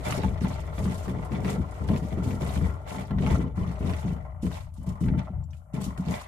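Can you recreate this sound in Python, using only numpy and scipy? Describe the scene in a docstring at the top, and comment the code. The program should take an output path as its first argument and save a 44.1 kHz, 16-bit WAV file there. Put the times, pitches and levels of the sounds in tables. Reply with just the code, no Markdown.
"""Gravel crunches and sprays against the underbody over a low boom: a car on a potholed road, heard
from a stereo microphone inside, just behind the windscreen. The road shakes the cabin air into that boom;
potholes knock through the suspension and make the body judder. Below the floor the tyres crush stones
and fling them at the wheel arches, while close by, loose trim ticks and rattles."""
import sys
import numpy as np
from scipy import signal
from scipy.fft import rfft, irfft, next_fast_len
from scipy.io import wavfile
from scipy.ndimage import uniform_filter1d

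SR = 44100
rng = np.random.default_rng(int(sys.argv[2]) if len(sys.argv) > 2 else 0)


def bounce(signal):
    """Save signal as a 16-bit WAV file at the path given by the first command-line argument."""
    frames = np.transpose(np.atleast_2d(signal))
    limited = np.clip(frames, -1, 1)
    pcm = np.round(limited * 32767).astype(np.int16)
    wavfile.write(sys.argv[1], SR, pcm)


N = 276507

# potholes and ruts, levels before the mix: t/s, length/s, boom/dB, judder/dB, clunk/dB, first knock/dB
POTHOLES = [(0.065,0.059,-51,-30,-40.5,-46), (0.174,0.016,-43,-29.5,-33.5,-24),
            (0.233,0.069,-25.5,-28.5,-42.5,-16), (0.412,0.058,-40,-23.5,-45,-27),
            (0.78,0.073,-28,-30,-42.5,-24), (0.848,0.063,-44,-26.5,-45,-15.5),
            (1.072,0.12,-54,-30.5,-43,-20), (1.305,0.12,-49,-27,-41.5,-20), (1.447,0.11,-42,-28,-38.5,-21),
            (1.58,0.018,-42,-24,-47,-28), (1.799,0.12,-29.5,-35.5,-44.5,-53),
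            (1.887,0.061,-33,-21.5,-36,-28), (2.016,0.034,-49,-30,-48,-26),
            (2.118,0.021,-28.5,-29,-45.5,-27), (2.168,0.082,-33,-30.5,-41.5,-15),
            (2.259,0.091,-46,-26.5,-42.5,-24), (2.408,0.08,-34,-31.5,-42.5,-25.5),
            (2.559,0.02,-24,-25.5,-40.5,-28), (2.609,0.063,-23,-31.5,-43,-17),
            (2.912,0.11,-52,-32.5,-47,-51), (3.103,0.13,-30.5,-25.5,-48.5,-14),
            (3.221,0.13,-27,-23.5,-40,-21), (3.372,0.09,-32,-27.5,-40.5,-19.5),
            (3.571,0.061,-34,-25,-47,-16.5), (3.672,0.025,-43,-28.5,-49,-20.5),
            (3.804,0.11,-28.5,-27,-40.5,-30), (4.037,0.096,-36,-27,-48.5,-14.5),
            (4.429,0.043,-30.5,-25,-41.5,-11.5), (4.78,0.044,-36.5,-37,-82,-37),
            (4.862,0.046,-30,-29.5,-54,-16.5), (5.007,0.077,-26.5,-23.5,-48.5,-26),
            (5.07,0.11,-26.5,-23.5,-51,-44), (5.29,0.0062,-40,-40,-60,-23),
            (5.331,0.069,-28.5,-66,-65.5,-56), (5.737,0.073,-54,-27,-45.5,-48),
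            (5.864,0.018,-32.5,-26.5,-58,-38), (5.983,0.021,-49,-27.5,-66,-20),
            (6.065,0.039,-32,-23.5,-41.5,-23)]
def bumps():
    """Gains of boom, judder and clunk as a wheel runs through a pothole; each dies at its own rate."""
    boom_gain = swell([(s, length, 0.015, db) for s, length, db, *_ in POTHOLES], release_s=0.046)
    judder_gain = swell([(s, length, 0.0043, db) for s, length, _, db, *_ in POTHOLES], release_s=0.035)
    clunk_gain = swell([(s, length, 0.0043, db) for s, length, *_, db, _ in POTHOLES], release_s=0.041)
    return boom_gain, judder_gain, clunk_gain


# the road between potholes: t/s, crunch level/dB, boom level/dB
ROAD_SURFACE = [(0.0, -39, -34.5), (0.249, -61, -30.5), (0.327, -42.5, -30.5), (1.242, -41.5, -33.5),
                (1.668, -42.5, -36), (2.707, -41.5, -30), (2.789, -43.5, -38), (3.319, -44, -39),
                (3.522, -53.5, -34), (3.59, -42, -31), (4.257, -45, -36), (4.746, -59, -38.5),
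                (4.881, -46, -52), (5.268, -45.5, -40), (5.538, -61.5, -35), (5.664, -59, -50),
                (5.846, -44, -36.5), (6.27, -48.5, -47)]
def rolling():
    """Gains of boom, judder, clunk, crunch, rattle and grit that the rolling tyres keep up."""
    s, *levels = np.transpose(ROAD_SURFACE)
    crunch_db, boom_db = [np.interp(np.arange(N) / SR, s, db) for db in levels]
    judder_db = boom_db - 17
    coarseness_db = crunch_db + 40   # zero on coarse gravel; the next three fade fast on finer ground
    clunk_db = -43 + 3.47 * coarseness_db
    rattle_db = -47.5 + 4.06 * coarseness_db
    grit_db = -58 + 3.9 * coarseness_db
    return from_db([boom_db, judder_db, clunk_db, crunch_db, rattle_db, grit_db])


# spectrum of the cabin air around the microphone: f/Hz, level/dB
BOOM_SPECTRUM = [(12, -10), (30, -23), (45, -24.5), (58, 3), (71, 1.5), (90, 1), (112, -11), (150, -7),
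                 (220, -40)]
def boom():
    """The air of the cabin swings near its lowest resonance, stronger on the left."""
    swing, side = colour(rng.standard_normal((2, N)), BOOM_SPECTRUM)
    return even(swing, span_s=0.027) * pan(left_db=6.2) + 0.22 * antiphase(side)


# spectrum of the shaking body: f/Hz, level/dB
JUDDER_SPECTRUM = [(85, -17.5), (125, 0.5), (160, -2), (192, 3), (215, -6.5), (260, -7.5), (320, -24),
                   (400, -25)]
def judder():
    """Stones under the tread thump the body in quick, uneven succession."""
    middle = even(colour(impacts(per_s=560, spread_db=1), JUDDER_SPECTRUM), span_s=0.077)
    side = even(colour(impacts(per_s=460, spread_db=-2.5), JUDDER_SPECTRUM), span_s=0.047)
    side = butter(side, 1, 330, "high")   # short waves differ between left and right
    return middle * pan(left_db=2.5) + 0.5 * antiphase(side)


# modes of the car body, all round the microphone: f/Hz, level/dB, t60/s
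BODY_RESONANCES = [(87.35, -14.5, 0.72), (132, 3.5, 0.021), (176.8, 4, 0.13), (190.4, 3.5, 0.13),
                   (238, -3, 0.036), (286, -4, 0.029), (367.6, -11.5, 0.1), (410, -12.5, 0.034)]
def knocks(delay_s):
    """Once the tyre is squashed, a pothole's edge strikes every body mode; clunks wake the upper ones."""
    s, _, _, judder_db, clunk_db, knock_db = np.transpose(POTHOLES)
    hardness_db = 14 + clunk_db - judder_db
    variation_db = 0.41 * rng.standard_normal((len(s), len(BODY_RESONANCES)))
    out = np.zeros((2, N))
    for k, (hz, db, t60) in enumerate(BODY_RESONANCES):
        low, upper = hz < 110, hz > 255
        blow_db = knock_db - 6 + db + upper * hardness_db + variation_db[:, k]
        blows = np.zeros(N)
        blows[((s + delay_s) * SR).astype(int)] = from_db(blow_db)
        out += (-1) ** k * ring(blows, hz, t60) * pan(left_db=7 if low else 0 if upper else 2.2)
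    return out


# hard blows to the suspension, below and to the left: t/s, level/dB, f/Hz
SUSPENSION_BLOWS = [(0.248, -24, 130), (0.318, -31, 186), (0.415, -21, 136), (0.444, -19.5, 175),
                    (0.854, -22.5, 147), (1.332, -26, 200), (1.602, -17.5, 80), (1.895, -15, 111),
                    (1.9, -20, 279), (2.268, -24, 83.6), (2.417, -21, 147), (3.159, -21, 74),
                    (3.204, -16, 151), (3.311, -12, 77), (3.339, -23, 108), (3.392, -17.5, 303),
                    (3.578, -27, 207), (3.607, -19.5, 79), (3.85, -28, 267), (3.935, -23, 80.6),
                    (4.127, -27, 89), (4.451, -22.5, 290), (5.011, -17.5, 170), (5.094, -32, 89),
                    (5.147, -19, 148)]
def thumps(cycles, hollow_hz, hollow_db, hollow_t60):
    """The body heaves for a few damped swings, and the hollow of the wheel well rings above it."""
    out, blow = np.zeros((2, N + SR)), signal.unit_impulse(SR // 4)
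    for s, db, hz in SUSPENSION_BLOWS:
        detune = np.exp(rng.standard_normal() / 10)
        hollow = from_db(hollow_db) * ring(blow, hollow_hz * detune, hollow_t60)
        heave = ring(blow, hz, cycles / hz) * pan(left_db=4.5)
        place(out, heave - hollow, s, db)
    return butter(out[:, :N], 2, [25, 600])


# modes of the wheel arches, heard through the floor: f/Hz, width/Hz, level/dB
ARCH_RESONANCES = [(631, 53, 3), (716, 80, 0), (869.5, 29.5, 1.5), (1042, 71, 1), (1148, 56, -7.5),
                   (1356, 43, -2.5), (1957, 130, -10)]
def crunch(gain, wander_db):
    """Crushed stones ring the arches' modes by turns; the top mode fades when the crunch is quiet."""
    crushing = clatter(391, 2750, per_s=380, spread_db=4, t60=0.039, variety_db=0, hold_s=0.069, count=3)
    top_mode_gain = np.minimum(gain / from_db(-46.5), 1)
    out = 0
    for hz, width_hz, db in ARCH_RESONANCES:
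        crossfeed = 0.25 if hz < 950 else -0.05
        mode = resonate_twice(crushing + crossfeed * crushing[::-1], hz, 2 * width_hz)
        strength = from_db(db + wander_db * wander(span_s=0.069))
        out = out + strength * mode * (top_mode_gain if hz > 1500 else 1)
    return gain * even(out, span_s=0.18) * pan(left_db=3)


# gravel flung at the underbody: t/s, length/s, rise/s, rattle level/dB, grit level/dB
GRAVEL_SPRAYS = [(0.023,0.14,0.052,-38,-47), (0.224,0.055,0.0076,-47.5,-57.5), (0.405,0.14,0.006,-47,-57),
                 (0.575,0.038,0.024,-53.5,-60), (0.713,0.2,0.064,-49.5,-54), (0.917,0.15,0.0092,-56,-54),
                 (1.311,0.025,0.016,-45,-60), (1.414,0.088,0.091,-39.5,-45.5), (1.714,0.12,0.0077,-64,-66),
                 (1.866,0.1,0.01,-54,-53.5), (2.003,0.12,0.035,-54.5,-61), (2.226,0.097,0.015,-56,-52),
                 (2.399,0.18,0.016,-47,-52), (2.622,0.024,0.029,-61,-54), (2.861,0.14,0.031,-45,-53.5),
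                 (3.178,0.18,0.1,-42,-53), (3.551,0.042,0.0097,-56,-63), (3.648,0.066,0.022,-51.5,-65),
                 (3.771,0.24,0.085,-49,-57), (4.022,0.096,0.02,-54.5,-62.5), (4.412,0.041,0.024,-61,-52.5),
                 (4.488,0.097,0.032,-49.5,-55), (4.733,0.087,0.007,-85,-68), (4.859,0.033,0.01,-66,-57),
                 (4.996,0.072,0.015,-79,-60), (5.169,0.019,0.019,-46.5,-68), (5.519,0.053,0.014,-77,-70.5),
                 (5.732,0.058,0.0087,-51.5,-60), (5.802,0.051,0.012,-52.5,-48.5),
                 (5.971,0.013,0.0065,-62,-58), (6.011,0.18,0.14,-42,-50.5)]
def sprays():
    """Gains of rattle and grit: each spray off the tyres builds up and thins out."""
    rattle_gain = swell([(*timing, db) for *timing, db, _ in GRAVEL_SPRAYS], release_s=0.043)
    grit_gain = swell([(*timing, db) for *timing, _, db in GRAVEL_SPRAYS], release_s=0.041)
    return rattle_gain, grit_gain


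# spectrum of the pebbles from inside the car: f/Hz, level/dB
RATTLE_SPECTRUM = [(600, 12.5), (1000, 4.5), (1650, -2.5), (2020, 3), (2350, 0.5), (2620, -6.5), (3050, -5),
                   (5000, -17), (7000, -18)]
def rattle():
    """Pebbles and loose plastic clatter in dense clicks."""
    clicks = clatter(726, 7920, per_s=330, spread_db=3, t60=0.23, variety_db=8.5, hold_s=0.024, count=11)
    pebbles = scatter(per_s=450, spread_db=2, t60=0.034, hold_s=0.091, count=2)
    return colour(clicks + from_db(10) * pebbles, RATTLE_SPECTRUM) * pan(left_db=-1.1)


# spectra of fine grit at each side of the microphone: f/Hz, level/dB
GRIT_LEFT_SPECTRUM = [(3000, -4), (5000, 1), (7300, 5), (9000, 1.5), (10500, -4.5), (13000, -11),
                      (15300, -21)]
GRIT_RIGHT_SPECTRUM = [(3000, -2), (5000, -10), (8500, -8), (10500, -9), (13000, -9.5), (15300, -26)]
def grit():
    """Fine grains hiss and prickle; the very top comes through best on the right."""
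    clicks = clatter(2520, 16900, per_s=340, spread_db=11.5, t60=0.16, variety_db=14,
                     hold_s=0.037, count=8)
    grains = scatter(per_s=480, spread_db=3.5, t60=0.1, hold_s=0.089, count=4)
    left, right = clicks + from_db(6) * grains
    return np.array([colour(left, GRIT_LEFT_SPECTRUM), colour(right, GRIT_RIGHT_SPECTRUM)])


def stone_hits(per_s, spread_db, low_hz, high_hz, cycles, tilt_db, count):
    """Larger stones in a spray hit one by one, each a dry clack with the pitch of its own spot; rms 1."""
    hits, spot, out = impacts(per_s, spread_db), rng.integers(0, count, N), 0
    for k, hz in enumerate(np.geomspace(low_hz, high_hz, count)):
        rings = ring(hits * (spot == k), hz, cycles / hz) * np.sqrt(hz / low_hz)
        out = out + from_db(tilt_db * np.log2(hz / low_hz)) * rings * pan(left_db=rng.normal(0, 5))
    return rms_one(0.5 * antiphase(out) + cabin(out.mean(axis=0), t60=0.056, direct=0.042))


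# big stones and suspension parts hit a wheel arch: t/s, level/dB
ARCH_BLOWS = [(0.177, -28), (0.237, -21.5), (0.446, -28.5), (0.502, -29), (1.218, -34), (1.887, -39),
              (2.408, -35), (2.658, -30), (3.108, -27.5), (3.264, -27), (3.313, -23.5), (3.344, -24.5),
              (5.139, -31), (5.198, -31), (5.272, -30), (5.776, -30.5)]
def clacks(bounce_s, bounce_db, damping, variety_db):
    """A hard blow and one bounce ring the arch modes, with other strengths for each blow and side."""
    s, blow_db = np.transpose(ARCH_BLOWS)
    chance = rng.standard_normal((len(s), len(ARCH_RESONANCES), 2))
    bounce_at = s + bounce_s * rng.uniform(0.5, 1.5, len(s))
    out = np.zeros((2, N))
    for k, (hz, width_hz, db) in enumerate(ARCH_RESONANCES):
        strength = from_db(blow_db + db + variety_db * chance[:, k].T)
        if hz > 950:   # short waves reach left and right out of step
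            strength = strength * np.sign(chance[:, k, ::-1].T)
        blows = np.zeros((2, N))
        blows[:, (s * SR).astype(int)] = strength
        blows[:, (bounce_at * SR).astype(int)] += from_db(bounce_db) * strength
        out += (-1) ** k * ring(blows, hz, t60=np.log(1000) / (np.pi * width_hz * damping))
    return out


# single stones off metal, outside the cabin: t/s, level/dB, f/Hz
STONE_PINGS = [(0.048, -47.5, 7060), (0.1062, -43, 7700), (0.2157, -49, 3930), (0.543, -59, 7500),
               (0.738, -60, 12500), (1.248, -56, 8450), (1.71, -55.5, 7600), (1.775, -76, 7850),
               (4.7397, -62, 8760), (4.829, -61, 10500), (5.006, -60, 8000), (5.437, -66, 7440),
               (5.5064, -65, 6300), (5.532, -59, 2940), (5.8136, -47.5, 9100), (5.819, -51.5, 3430),
               (6.108, -46.5, 6830)]
def pings(t60, partials_db, snap_db):
    """A lone stone skips against a small metal part: a broad crack, a brief ring of unrelated partials."""
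    out, strike = np.zeros((2, N + SR)), signal.unit_impulse(SR // 5)
    for (s, db, hz), ratios in zip(STONE_PINGS, rng.uniform(0.6, 1.35, (len(STONE_PINGS), 6))):
        partials = from_db(partials_db) * sum(ring(strike, hz * ratio, t60) for ratio in ratios)
        crack = from_db(snap_db) * resonate(strike, hz, hz / 2)
        ping = ring(strike, hz, t60) + partials + crack
        place(out, cabin(ping, t60=0.06, direct=0), s, db)
    return out[:, :N]


# loose trim close to the microphone: t/s, level/dB
TRIM_TICKS = [(0.101, -29.5), (0.1237, -26), (0.2346, -30), (0.377, -42), (0.447, -34), (0.504, -45),
              (0.781, -37.5), (0.8553, -35), (1.081, -35), (1.319, -42), (1.447, -33), (1.797, -46),
              (1.887, -31.5), (1.9622, -35), (2.308, -36.5), (2.41, -36.5), (2.558, -36), (2.8759, -36),
              (3.108, -36.5), (3.1853, -35), (3.223, -35.5), (3.264, -31.5), (3.896, -33.5), (3.935, -35),
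              (4.165, -44), (4.465, -40.5), (4.5155, -41.5), (5.037, -47), (5.0848, -37), (5.9761, -38)]
def ticks(typical_hz, bounce_s, t60, octave_db, snap_db, hollow_db, hollow_t60):
    """Trim snaps against its seat and bounces twice; the hollow behind it rings lower and longer."""
    out, length = np.zeros((2, N + SR)), SR // 10
    for (s, db), (size, *gaps) in zip(TRIM_TICKS, rng.uniform(0.516, 2.2, (len(TRIM_TICKS), 3))):
        hz = typical_hz / size ** 0.43
        touches = signal.unit_impulse(length)
        touches[(np.cumsum(gaps) * bounce_s * SR).astype(int)] = from_db([-5, -11])
        tick = ring(touches, hz, t60) + from_db(snap_db) * touches
        tick += from_db(octave_db) * ring(touches, hz * 2, t60 / 2)
        tick += from_db(hollow_db) * ring(touches, hz * 0.515, hollow_t60)
        place(out, cabin(tick, t60=0.026, direct=0.25), s, db)
    return butter(out[:, :N], 1, [600, 9000])


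# spectrum of the panels, within arm's reach: f/Hz, level/dB
PANEL_SPECTRUM = [(230, -4), (300, 5), (345, -1), (390, 6), (480, 3), (540, -5), (650, -4)]
def panels():
    """Door and dashboard panels clunk against their fixings."""
    middle, side = [even(colour(impacts(per_s=350, spread_db=0.5), PANEL_SPECTRUM), span_s=0.0088)
                    for _ in range(2)]
    return middle * pan(left_db=-1.5) + 0.52 * antiphase(side)


# modes of a loose plastic cover in the cabin: f/Hz
COVER_MODES = [2017, 2300, 3017]
def cover(per_s, spread_db, width_hz, tilt_db):
    """The cover chatters on its clips; each touch rings its modes with other strengths."""
    touches, out = impacts(per_s, spread_db), 0
    for hz in COVER_MODES:
        mode = resonate_twice(touches * rng.standard_normal((2, N)), hz, width_hz)
        out = out + from_db(tilt_db * np.log2(hz / COVER_MODES[0])) * mode
    return even(rms_one(out), span_s=0.053)


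def air():
    """Air slipping past the windscreen keeps up a high hiss."""
    return colour(rng.standard_normal((2, N)), [(7000, -0.44), (12000, -0.56)])


def impacts(per_s, spread_db):
    """Random contacts of uneven strength and either sign."""
    sizes = from_db(spread_db * np.minimum(rng.exponential(1, N), 4)) * rng.choice([-1, 1], N)
    return sizes * (rng.random(N) < per_s / SR)


def clatter(low_hz, high_hz, per_s, spread_db, t60, variety_db, hold_s, count):
    """Random collisions, each a dying burst with its own colour across count bands; stereo, rms 1."""
    hits = impacts(per_s, spread_db)
    at = np.flatnonzero(hits)
    white = rng.standard_normal((2, 2, N))
    edges = np.geomspace(low_hz, high_hz, count + 1)
    energy_decay = from_db(-120 / (t60 * SR))
    out = 0
    for k in range(count):
        energy = np.zeros(N)
        energy[at] = (hits[at] * from_db(variety_db * rng.standard_normal(len(at)))) ** 2
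        envelope = np.sqrt(signal.lfilter([1], [1, -energy_decay], energy + 1e-12))
        out = out + butter(white[k % 2], 2, edges[k:k + 2]) * even(envelope, hold_s)
    return rms_one(out)


def scatter(per_s, spread_db, t60, hold_s, count):
    """Stones pepper a few spots in clumps; each spot reaches the cabin with its own hollow colour."""
    out = 0
    for _ in range(count):
        clumps = from_db(7.3 * wander(span_s=0.021))
        out = out + cabin(clumps * impacts(per_s / count, spread_db), t60, direct=0.021)
    return even(out, hold_s)


def cabin(x, t60, direct):
    """Dense short reflections from glass and dashboard, different for each side and each source."""
    t = np.arange(SR // 8) / SR
    echoes = rng.standard_normal((2, len(t))) * from_db(-60 * t / t60)
    echoes /= np.sqrt(np.sum(echoes ** 2, axis=1, keepdims=True))
    echoes[:, 0] += direct
    return signal.oaconvolve(x[None], echoes, axes=1)[:, :len(x)] / np.sqrt(1 + direct ** 2)


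def swell(rows, release_s):
    """Gain of events (t/s, length/s, rise/s, level/dB) that rise, hold and die away; powers add."""
    t, power = np.arange(N) / SR, np.zeros(N)
    for s, length_s, rise_s, db in rows:
        start = int(s * SR)
        since = t[:min(SR, N - start)]
        rise = np.minimum(since / rise_s, 1)
        fall = np.exp(-np.maximum(since - length_s, 0) / release_s)
        power[start:start + len(since)] += (from_db(db) * rise * fall) ** 2
    return np.sqrt(power)


def colour(x, points):
    """Give a steady sound a spectrum (f/Hz, level/dB), falling steeply past its ends; rms 1."""
    hz, db = np.transpose(points)
    size = next_fast_len(N)
    log_hz = np.log(np.fft.rfftfreq(size, 1 / SR) + 1e-3)
    outside = np.abs(log_hz - np.clip(log_hz, np.log(hz[0]), np.log(hz[-1])))
    gain = from_db(np.interp(log_hz, np.log(hz), db) - 40 * outside)
    return rms_one(irfft(rfft(x, size) * gain, size)[..., :N])


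def ring(clicks, hz, t60):
    """A unit click sets a sine of height 1 ringing."""
    r, w = from_db(-60 / (t60 * SR)), 2 * np.pi * min(hz, SR * 0.45) / SR
    return signal.lfilter([0, np.sin(w)], [1, -2 * r * np.cos(w), r * r], clicks + 1e-18)


def resonate(x, hz, width_hz):
    """A resonance with gain 1 on top."""
    return signal.lfilter(*signal.iirpeak(hz, hz / width_hz, fs=SR), x)


def resonate_twice(x, hz, width_hz):
    """Two resonances in series: a narrower peak with steeper skirts."""
    return resonate(resonate(x, hz, width_hz), hz, width_hz)


def butter(x, order, hz, kind="band"):
    return signal.sosfilt(signal.butter(order, hz, kind, fs=SR, output="sos"), x)


def smooth(x, span_s):
    width = int(span_s * SR)
    return uniform_filter1d(uniform_filter1d(x, width), width)


def even(x, span_s):
    """Hold the strength of a random vibration steady over spans longer than span_s."""
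    power = np.mean(np.atleast_2d(x) ** 2, axis=0)
    return x / np.sqrt(smooth(power, span_s) + 1e-9)


def wander(span_s):
    """A random drift that turns about once in span_s; spread about 1."""
    return np.clip(rms_one(smooth(rng.standard_normal(N), span_s)), -2, 2)


def together(*gains):
    """Unrelated vibrations add in power."""
    return np.sqrt(sum(gain ** 2 for gain in gains))


def pan(left_db):
    """Left and right gains whose mean is one."""
    sides = from_db([[left_db / 2], [-left_db / 2]])
    return sides / sides.mean()


def antiphase(x):
    """Opposite signs left and right widen the image."""
    return x * [[1], [-1]]


def place(out, sound, s, db):
    start = int(s * SR)
    out[:, start:start + sound.shape[1]] += from_db(db) * sound


def from_db(db):
    return 10 ** (np.asarray(db) / 20)


def rms_one(x):
    return x / np.sqrt(np.mean(x ** 2) + 1e-20)


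def scene():
    """From behind the windscreen: rolling, potholes and sprays shake the same body, arches and panels."""
    road_boom, road_judder, road_clunk, road_crunch, road_rattle, road_grit = rolling()
    bump_boom, bump_judder, bump_clunk = bumps()
    spray_rattle, spray_grit = sprays()
    # potholes also crush and shake stones, and sprays also ring the arches
    crunch_gain = together(road_crunch, from_db(-4.5) * bump_clunk, from_db(3) * spray_rattle)
    rattle_gain = together(road_rattle, spray_rattle, from_db(-15) * bump_clunk)
    cover_gain = together(bump_judder, road_crunch) ** 0.74   # the buzz grows more slowly than the shake

    body = from_db(-1.5) * together(road_boom, bump_boom) * boom()
    body += from_db(-2.5) * together(road_judder, bump_judder) * judder()
    body += knocks(delay_s=0.0058)
    body += thumps(cycles=13.8, hollow_hz=330, hollow_db=-12.5, hollow_t60=0.065)

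    gravel = from_db(-3.5) * crunch(crunch_gain, wander_db=2.5)
    gravel += from_db(2) * rattle_gain * rattle()
    gravel += from_db(0.8) * together(road_grit, spray_grit) * grit()
    gravel += from_db(5.5) * pings(t60=0.026, partials_db=-6, snap_db=23)

    trim = from_db(0.3) * together(road_clunk, bump_clunk) * panels()
    trim += from_db(-45) * cover_gain * cover(per_s=220, spread_db=4, width_hz=61, tilt_db=1)
    trim += from_db(12) * ticks(typical_hz=1970, bounce_s=0.0045, t60=0.0017, octave_db=-7,
                                snap_db=-2, hollow_db=-9, hollow_t60=0.0084)

    hits = stone_hits(per_s=170, spread_db=2, low_hz=1270, high_hz=10500, cycles=19,
                      tilt_db=-1.9, count=40)
    pelting = from_db(-6.5) * together(spray_rattle, spray_grit) * hits
    hiss = from_db(-80) * air()
    arch_clacks = from_db(-14.5) * clacks(bounce_s=0.009, bounce_db=1, damping=0.94, variety_db=3)
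    return body + gravel + pelting + arch_clacks + trim + hiss


def record(dry):
    """At the microphone, the treble is cut steeply above 15.4 kHz."""
    return signal.sosfilt(signal.ellip(10, 0.2, 80, 15400, fs=SR, output="sos"), dry)


dry = scene()
out = record(dry)
bounce(out)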